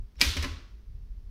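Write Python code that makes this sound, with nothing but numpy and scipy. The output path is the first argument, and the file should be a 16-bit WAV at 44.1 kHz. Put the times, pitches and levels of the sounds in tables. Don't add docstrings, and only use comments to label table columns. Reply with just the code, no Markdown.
import sys
import numpy as np
from scipy import signal
from scipy.fft import rfft, irfft
from scipy.io import wavfile
from scipy.ndimage import map_coordinates

SR = 44100
rng = np.random.default_rng(int(sys.argv[2]) if len(sys.argv) > 2 else 0)


def to_wav(sig):
    pcm = np.clip(np.atleast_2d(sig), -1, 1) * 32767
    pcm = np.round(pcm).astype(np.int16)
    wavfile.write(sys.argv[1], SR, pcm.T)


N = 57330
T = np.arange(N) / SR
HARD_RISE_S = 0.00092


def amp(db):
    return 10 ** (np.asarray(db) / 20)


def along(points, hz):
    point_hz, values = np.transpose(points)
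    return np.interp(np.log(hz + 1), np.log(point_hz + 1), values)


def fade(t60, t=T):
    return np.exp(-np.log(1000) * t / np.maximum(t60, 1e-4))


def rise(seconds):
    return 1 - np.exp(-T / max(seconds, 1e-5))


def swell(peak_s):
    u = T / peak_s
    return u * np.exp(1 - u)


def delayed(x, s):
    return np.pad(x, (max(round(s * SR), 0), 0))[:N]


def wobble(rate):
    return map_coordinates(rng.standard_normal(256), [T * rate], mode="mirror")


def noise(spectrum, tilt_db=0):
    hz = np.fft.rfftfreq(2 * N, 1 / SR)
    octaves = np.log2(np.clip(hz, 500, SR))
    white = rng.standard_normal(2 * N)
    gain = amp(along(spectrum, hz) + tilt_db * octaves)
    x = irfft(rfft(white) * gain)[:N]
    return x / x.std()


RING_WAVER_RAD = .5


def ring(modes, rise_s):
    total = 0
    for hz, db, t60 in modes:
        phase = 2 * np.pi * (hz * T + rng.random()) + RING_WAVER_RAD * wobble(70)
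        total = total + amp(db) * fade(t60) * np.sin(phase)
    return rise(rise_s) * total


# time in seconds, level in dB.
RUMBLE_LEVEL = [(0, -33.5), (.12, -59.5), (.18, -39), (.55, -41), (.66, -45), (.85, -46.5), (.91, -39),
                (1.1, -39), (1.3, -42.5)]
# frequency in Hz, density in dB per Hz.
RUMBLE_COLOUR = [(12, -15), (28, 0.5), (52, -1), (72, -12), (110, -19), (170, -37.5), (400, -60),
                 (1000, -100)]


def rumble():
    level_db = np.interp(T, *np.transpose(RUMBLE_LEVEL))
    return amp(level_db) * noise(RUMBLE_COLOUR)


# frequency in Hz, level in dB.
HUM_PARTIALS = [(208, -67.5), (344.5, -80), (415.5, -78)]


def hum():
    return sum(amp(db) * np.sin(2 * np.pi * (hz * T + rng.random())) for hz, db in HUM_PARTIALS)


# frequency in Hz, density in dB per Hz.
AIR_COLOUR = [(60, -2.5), (200, -1.5), (400, -10), (700, -17), (1500, -19.5), (3000, -23), (5700, -23.5),
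              (7200, -34), (15500, -32)]
AIR_DB = -67


def air():
    return amp(AIR_DB) * noise(AIR_COLOUR)


# start in seconds, desk boom in dB, boom pitch in Hz, case knock in dB.
PUSHES = [(.214, -34, 61, -32), (.24, -24, 72.35, -42), (0.361, -24.5, 75, -34.5),
          (.445, -34.5, 64.3, -32.5), (0.494, -33, 79.7, -56)]
# frequency in Hz, level in dB, t60 in seconds.
CASE_MODES = [(160, -6.5, 0.14), (243.6, -11, .15), (271, 0, .2), (356.2, -8.5, .18), (450, -14.5, .25),
              (591, -7.5, .12)]
BOOM_PEAK_S, BOOM_WAVER_RAD = .036, .6
CASE_RISE_S = .004


def desk():
    out = 0
    for s, boom_db, hz, knock_db in PUSHES:
        tone = np.sin(2 * np.pi * hz * T + BOOM_WAVER_RAD * wobble(50))
        boom = amp(boom_db) * swell(BOOM_PEAK_S) ** 3 * tone
        knock = amp(knock_db) * ring(CASE_MODES, CASE_RISE_S)
        out = out + delayed(boom + knock, s)
    return out


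# frequency in Hz, density in dB per Hz.
RATTLE_COLOUR = [(800, -29.5), (2000, -5), (3000, 4), (4000, 5.5), (5800, -6), (7500, -13), (9500, -18.5),
                 (11600, -13.5), (13500, -25.5), (15500, -24.5)]
RATTLE_S, RATTLE_PEAK_S = .225, .07
RATTLE_DB, RATTLE_PER_S = -38.5, 700


def basket():
    grains = .5 + np.abs(map_coordinates(rng.standard_normal(N), [T * RATTLE_PER_S], order=1))
    chatter = noise(RATTLE_COLOUR) * grains / np.sqrt(np.mean(grains ** 2))
    return delayed(amp(RATTLE_DB) * swell(RATTLE_PEAK_S) ** 2 * chatter, RATTLE_S)


# frequency in Hz, level in dB, t60 in seconds.
REST_MODES = [(1023, 3.5, 0.19), (1111, -10, 0.56), (1340, -3, 0.26), (1994, -7, 0.42), (2700, -10, .2),
              (2945, 2.5, 0.096)]
REST_S, REST_DB = .4395, -41.5


def rest():
    return delayed(amp(REST_DB) * ring(REST_MODES, HARD_RISE_S), REST_S)


SPRING_S, SPRING_HZ, SPRING_WIDTH_HZ = .1658, 5520, 450
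SPRING_DB, SPRING_T60 = -58, .1


def spring():
    low_hz, high_hz = SPRING_HZ - 2 * SPRING_WIDTH_HZ, SPRING_HZ + 2 * SPRING_WIDTH_HZ
    zing = noise([(low_hz, -45), (SPRING_HZ, 0), (high_hz, -45)])
    return delayed(amp(SPRING_DB) * zing * rise(HARD_RISE_S) * fade(SPRING_T60), SPRING_S)


# frequency in Hz, density in dB per Hz.
WASH_COLOUR = [(100, 5), (160, -0.5), (280, 2), (480, -3.5), (720, -10.5), (1100, -2.5), (2000, -0.5),
               (3000, -0.5), (4300, -0.5), (6000, -5), (7500, -14), (9500, -16.5), (12000, -16),
               (15500, -25)]
# frequency in Hz, t60 in seconds.
WASH_DECAY = [(200, 0.66), (1100, 0.65), (2500, 0.56), (5000, 0.56), (8000, .49), (14000, .34)]
WASH_RISE_S = 0.0074


def wash(tilt_db):
    hz, t, bands = signal.stft(noise(WASH_COLOUR, tilt_db), SR, nperseg=256)
    t60 = along(WASH_DECAY, hz)[:, None]
    tail = signal.istft(bands * fade(t60, t), SR)[1][:N]
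    return tail * rise(WASH_RISE_S)


# start in seconds, level in dB,
# brightness in dB per octave, rise in seconds, t60 in seconds, share ringing on in dB (on top of WASH_DB).
CONTACTS = [(0.1554, -55.5, -1, .001, 0.017, 0), (.181, -57, -2.5, .002, 0.1, -7.5),
            (0.1883, -48.5, -2, 0.0017, 0.067, -7), (0.1968, -40, 1.5, 0.00081, 0.063, -7),
            (0.2063, -26, 0.5, 0.0013, 0.11, -6.5), (0.2131, -16, 2, 0.00055, 0.043, 2),
            (0.2212, -18.5, 2, .0003, 0.01194, -5), (.243, -28.5, 0, .004, 0.088, -3),
            (0.3661, -22, -1, 0.0044, 0.05, -2.5), (.424, -26, -0.5, 0.0029, 0.061, -3.5),
            (0.4396, -28.5, -4, 0.00067, 0.032, -5), (0.4447, -28, -2, 0.0009, 0.036, -3.5)]
# frequency in Hz, density in dB per Hz.
CLACK_COLOUR = [(100, -9), (280, -3), (420, -10), (560, -4), (720, -14.5), (950, -8), (1300, -7.5),
                (2300, 2), (3500, -3), (5500, -5.5), (7200, -12.5), (9500, -18.5), (12000, -17.5),
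                (15500, -28)]
WASH_DB = -12.5


def linkage():
    out = 0
    for s, db, tilt_db, rise_s, t60, wash_db in CONTACTS:
        clack = noise(CLACK_COLOUR, tilt_db) * rise(rise_s) * fade(t60)
        tail = amp(WASH_DB + wash_db) * wash(tilt_db)
        out = out + amp(db) * delayed(clack + tail, s)
    return out


# start in seconds, level in dB.
STRIKES = [(0.2136, -6.5), (.2215, -19.5)]
# frequency in Hz, level in dB, t60 in seconds.
SLUG_MODES = [(2554, -4.5, .018), (4750, -3, 0.013), (5020, -1.5, .014), (6900, -11, 0.0087),
              (8000, -8.5, .009), (11800, -21.5, 0.0079)]
# frequency in Hz, level in dB, t60 in seconds.
FRAME_MODES = [(1580, -9, .15), (1825, -13, .13), (1920, -6, .15), (2339, 2.5, 0.088), (2498, -4.5, 0.17),
               (2834, -2, .1), (3246, -2, 0.052), (3709, -5.5, .06), (4080, -2, .075), (4550, -6, .09),
               (4910, -4.5, .08), (5310, -8, .12), (6170, -7, .08), (7000, -12, .08), (8730, -13, .04)]
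SLUG_RISE_S, FRAME_DB = 0.00025, -17


def slug():
    out = 0
    for s, db in STRIKES:
        smack = ring(SLUG_MODES, SLUG_RISE_S)
        frame = amp(FRAME_DB) * ring(FRAME_MODES, HARD_RISE_S)
        out = out + delayed(amp(db) * (smack + frame), s)
    return out


def scene():
    typewriter = slug() + spring() + linkage() + basket() + rest() + desk()
    room = rumble() + hum() + air()
    return (typewriter + room)[None]


TOP_HZ = 15800


def record(dry):
    hz = np.fft.rfftfreq(2 * N, 1 / SR)
    gain = 1 / (1 + (hz / TOP_HZ) ** 160)
    return irfft(rfft(dry, 2 * N) * gain)[:, :N]


dry = scene()
out = record(dry)
to_wav(out)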